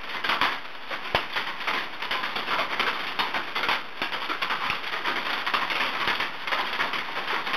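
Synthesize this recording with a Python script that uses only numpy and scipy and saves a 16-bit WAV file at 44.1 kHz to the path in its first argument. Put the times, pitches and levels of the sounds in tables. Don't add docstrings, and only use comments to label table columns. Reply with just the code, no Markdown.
import sys
import numpy as np
from scipy import signal
from scipy.fft import rfft, irfft, next_fast_len
from scipy.io import wavfile
from scipy.ndimage import map_coordinates

SR = 44100
rng = np.random.default_rng(int(sys.argv[2]) if len(sys.argv) > 2 else 0)


def unload_audio(sound):
    columns = np.transpose(np.atleast_2d(sound))
    steps = np.round(np.clip(columns, -1, 1) * 32767)
    wavfile.write(sys.argv[1], SR, steps.astype(np.int16))


N = 333396

# start_s, relative_level_db, distance_m
LARGE_STONES = [(.091, -33, 2.1), (.135, -25.5, 3.1), (0.2394, -23, 2.14), (0.29, -20.5, 1.2),
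                (0.317, -20.5, 2), (.413, -17.5, 1.42), (.44, -18, 2.4), (.517, -28, 2.5),
                (.905, -21.5, 4.5), (1.043, -27, 4), (1.147, -18, 1.37), (1.326, -33, 2.4),
                (1.358, -21.5, 2), (1.391, -32, 2), (1.466, -23.5, 4.3), (1.603, -33, 0.73),
                (1.672, -19, 2.2), (1.733, -20.5, 2.7), (1.781, -27.5, 1.7), (2.02, -25.5, 2.6),
                (2.109, -23, 1.33), (2.13, -23, 5), (2.23, -23.5, 3.6), (2.357, -21, 2),
                (2.465, -20.5, 6.6), (2.504, -16.5, 6.7), (2.584, -18.5, 3), (2.697, -17, 9.1),
                (2.795, -18.5, 1.7), (2.866, -19, 2.6), (2.939, -27, 4.1), (2.992, -31, 2.4),
                (3.033, -32, 1.4), (3.067, -29, 1.8), (3.19, -20, 1.33), (3.234, -21.5, 11),
                (3.342, -19.5, 2.3), (3.358, -45, 0.84), (3.452, -25, 12), (3.553, -18.5, 3.7),
                (3.63, -23.5, 1.26), (3.686, -21, 0.99), (3.711, -20, 2.2), (4.017, -24, 1),
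                (4.121, -21.5, 2.7), (4.218, -26, 3.2), (4.29, -22.5, 3.1), (4.418, -23, 1.8),
                (4.498, -19, 2.5), (4.597, -17, 11), (4.649, -22, 5.2), (4.699, -25.5, 2.3),
                (4.756, -35, 3.6), (4.829, -31.5, 2.5), (4.867, -31.5, 1.9), (4.916, -19.5, 5.7),
                (5.046, -19.5, 5), (5.071, -20, 2.9), (5.158, -23, 2.3), (5.247, -22.5, 4.4),
                (5.292, -23, 3), (5.33, -27.5, 1.27), (5.378, -31, 1.4), (5.465, -23.5, 1.6),
                (5.537, -18.5, 1.74), (5.608, -21, 4.1), (5.7, -21.5, 2), (5.754, -26.5, 1.2),
                (5.798, -17.5, 2.8), (5.85, -21.5, 5.4), (5.929, -20, 8.2), (6.001, -21.5, 2.6),
                (6.075, -21.5, 1.03), (6.1, -26.5, 0.81), (6.151, -33, 0.87), (6.2, -20.5, 1.6),
                (6.394, -30.5, 7.4), (6.473, -31, 0.78), (6.518, -19, 1.9), (6.58, -20.5, 3.6),
                (6.653, -26, 3.8), (6.728, -27, 1.3), (6.791, -17, 3.6), (6.834, -23.5, 18),
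                (6.931, -24, 2.2), (6.984, -31, 1.1), (7.061, -20.5, 15), (7.153, -20, 5.7),
                (7.221, -26.5, 14), (7.275, -28.5, 1.35), (7.302, -20.5, 2.9), (7.327, -16.5, 12),
                (7.462, -22, 3.3), (7.532, -16, 2.7)]
# start_s, level_db, pitch_hz, t60_s
STIFF_SPOTS = [(0.293, -25, 3040, 0.2), (.42, -30.5, 292, 0.22), (.91, -30.5, 556, 0.11),
               (1.1474, -5, 720, 0.0085), (2.15, -26, 1024, 0.56), (2.59, -22, 647, .09),
               (2.873, -30.5, 470, 0.22), (3.194, -20.5, 3650, 0.23), (3.362, -30, 351, 0.19),
               (3.713, -17, 930, 0.041), (4.296, -34, 315, 0.18), (4.7003, -10, 2430, 0.015),
               (4.705, -25, 2740, 0.24), (5.54, -19, 1470, .035), (5.804, -20, 1710, .09),
               (7.33, -29.5, 391, .2)]
# start_s, level_db
LOW_THUMPS = [(.413, -40), (1.1466, -21), (2.109, -40), (3.19, -40), (3.687, -35), (4.7002, -28),
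              (6.0755, -33)]
# frequency_hz, relative_level_db
SHEET_SPECTRUM = [(30, -30), (70, -36), (140, -16.5), (270, -7.5), (480, -8), (590, -8.5), (820, -3.5),
                  (1000, 2.5), (1500, -0.5), (2250, 0), (2750, -3), (3450, -0.5), (7000, -15)]
# frequency_hz, t60_s
SHEET_DECAY = [(100, 1), (300, 0.4), (900, 0.37), (2500, .29), (6000, 0.28)]
# frequency_hz, relative_level_db
SNAP_SPECTRUM = [(100, -10), (500, -1.5), (1200, -8), (2500, -2), (4500, -5), (7000, -10)]
# frequency_hz, relative_level_db
YARD_SPECTRUM = [(30, -23), (100, -11), (250, -1.5), (600, 0), (1000, 3), (2200, 0.5), (3400, -2.5),
                 (5000, -4.5), (7000, -28.5)]
# time_s, gain_db
FALL_STRENGTH = [(0, 1), (.65, -1), (1.3, 0.3), (2.8, 2), (3.9, -0.5), (4.5, 1), (5.8, 2), (7.56, 1)]
# frequency_hz, gain_db
MIC_RESPONSE = [(1000, 2), (2000, 2), (3000, 4), (3450, 4), (3650, 3.5), (3900, -3), (4300, -17),
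                (5000, -46)]

ORDINARY_DB = -20.5


def large_stones(gain_db=-3.0, treble_db_per_db=0.43, bass_scatter_db=1.35,
                 panel_hz=1786, panel_spread_oct=0.46):
    roof = np.zeros(N)
    hz = np.fft.rfftfreq(SR // 3, 1 / SR)
    scatter = rng.standard_normal((len(LARGE_STONES), 2))
    for (start_s, db, distance_m), (bass, tuning) in zip(LARGE_STONES, scatter):
        treble_db = treble_db_per_db * (ORDINARY_DB - db)
        tilt_db = along([(480, bass_scatter_db * bass), (780, 0), (1100, 0), (3500, treble_db)], hz)
        centre_hz = panel_hz * 2 ** (panel_spread_oct * tuning)
        spectrum = rfft(impact(distance_m)) * amp(tilt_db) * panel(hz, centre_hz)
        add(roof, start_s, amp(db + gain_db) * irfft(spectrum))
    return colour(roof, SHEET_SPECTRUM, keep_power=True)


def impact(distance_m, rise_s_per_m=0.0031, crack_db=4, crack_t60=0.085, rattle_db=2, rattle_hz=520):
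    t = np.arange(SR // 3) / SR
    distance_m = max(distance_m, 1)
    crack = amp(crack_db) / distance_m * fade(t, crack_t60) * rng.standard_normal(len(t))
    body = (1 - np.exp(-t / (rise_s_per_m * distance_m))) * clatter()
    knots = rng.standard_normal(len(t) // 10)
    clumps_db = rattle_db * np.interp(t * rattle_hz, np.arange(len(knots)), knots)
    return (crack + body) * unit(amp(clumps_db))


def clatter(window=256):
    hz, t, bands = signal.stft(rng.standard_normal(SR // 3), SR, nperseg=window)
    damped = bands * fade(t, along(SHEET_DECAY, hz)[:, None])
    return signal.istft(damped, SR, nperseg=window)[1][:SR // 3]


def panel(hz, centre_hz, width_hz=220, broad_db=-1, narrow_width_hz=35, count=7):
    centres_hz = np.exp(rng.uniform(np.log(330), np.log(3700), count))
    narrow = sum(resonance(hz, mode_hz, narrow_width_hz) for mode_hz in centres_hz)
    return 1 + amp(broad_db) * resonance(hz, centre_hz, width_hz) + narrow


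def resonance(hz, centre_hz, width_hz):
    return 1j * hz * width_hz / (centre_hz ** 2 - hz ** 2 + 1j * hz * width_hz)


def snaps_and_thumps(snap_db=7.5, snap_t60=0.016, thump_db=-17.5, thump_db_per_db=1.5,
                     pulse_s=0.0011, loss_db_per_doubling=16):
    thumps, snaps = np.zeros(N), np.zeros(N)
    t = np.arange(SR // 4) / SR
    age = t / pulse_s
    pulse = age * (2 - age) * np.exp(-age)
    pulse /= pulse.max()
    for start_s, db, distance_m in LARGE_STONES:
        near_db = db - loss_db_per_doubling * np.log2(max(distance_m, 1))
        weight_db = thump_db_per_db * (db - ORDINARY_DB)
        add(snaps, start_s, amp(near_db + snap_db) * fade(t, snap_t60) * rng.standard_normal(len(t)))
        add(thumps, start_s, amp(near_db + thump_db + weight_db) * pulse)
    for start_s, db in LOW_THUMPS:
        add(thumps, start_s, amp(db) * pulse)
    return thumps + colour(snaps, SNAP_SPECTRUM, keep_power=True)


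def stiff_spots(detune=0.033, count=3):
    roof, t = np.zeros(N), np.arange(SR // 4) / SR
    for start_s, db, pitch_hz, t60 in STIFF_SPOTS:
        modes_hz = pitch_hz * np.exp(detune * rng.standard_normal((count, 1)))
        ring = np.cos(2 * np.pi * modes_hz * t).mean(axis=0)
        add(roof, start_s, amp(db) * fade(t, t60) * ring)
    return roof


def small_hail(level_db=-41, spread_db=16, tick_t60=0.076, ring_db=-6, ring_t60=0.71, count=600):
    roof, t = np.zeros(N), np.arange(SR // 4) / SR
    envelope = fade(t, tick_t60) + amp(ring_db) * fade(t, ring_t60)
    for when, strength in rng.uniform(0, 1, (count, 2)):
        add(roof, when * N / SR, amp(spread_db * strength) * envelope * rng.standard_normal(len(t)))
    return amp(level_db) * unit(colour(roof, SHEET_SPECTRUM))


def yard_wash(level_db=-43):
    return amp(level_db) * unit(colour(rng.standard_normal(N), YARD_SPECTRUM))


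def amp(db):
    return 10 ** (np.asarray(db) / 20)


def unit(x):
    return x / np.sqrt(np.mean(x ** 2) + 1e-20)


def along(points, hz):
    points_hz, values = np.transpose(points)
    return np.interp(np.log(hz + 1), np.log(points_hz), values)


def fade(t, t60):
    return np.exp(-np.log(1000) * t / t60)


def add(track, start_s, sound):
    start = int(np.clip(round(start_s * SR), 0, N - 1))
    track[start:start + len(sound)] += sound[:N - start]


def colour(x, points, keep_power=False):
    size = 2 * next_fast_len(N // 2 + SR // 4)
    gain = amp(along(points, np.fft.rfftfreq(size, 1 / SR)))
    cepstrum = irfft(np.log(unit(gain) if keep_power else gain))
    cepstrum[1:size // 2] *= 2
    cepstrum[size // 2 + 1:] = 0
    return irfft(rfft(x, size) * np.exp(rfft(cepstrum)), size)[:N]


def cubic_join(samples, positions):
    whole, part = np.floor(positions).astype(int), positions % 1
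    nodes = range(-1, 3)
    weight = lambda k: np.prod([(part - j) / (k - j) for j in nodes if j != k], axis=0)
    return sum(weight(k) * samples.take(whole + k, mode="clip") for k in nodes)


def scene():
    strikes = large_stones() + snaps_and_thumps() + stiff_spots()
    fall_db = np.interp(np.arange(N) / SR, *np.transpose(FALL_STRENGTH))
    return (strikes + amp(fall_db) * (small_hail() + yard_wash()))[None]


def record(dry, ceiling=0.36, sample_rate_hz=8000, top_hz=15850, dc_offset=-0.0139):
    heard = colour(dry[0], MIC_RESPONSE)
    limited = heard / (1 + (heard / ceiling) ** 8) ** (1 / 8)
    coarse = map_coordinates(limited, [np.arange(0, N, SR / sample_rate_hz)], order=3)
    joined = cubic_join(coarse, np.arange(N) * sample_rate_hz / SR)
    low_pass = signal.ellip(12, .2, 70, top_hz, fs=SR, output="sos")
    return signal.sosfilt(low_pass, joined)[None] + dc_offset


dry = scene()
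out = record(dry)
unload_audio(out)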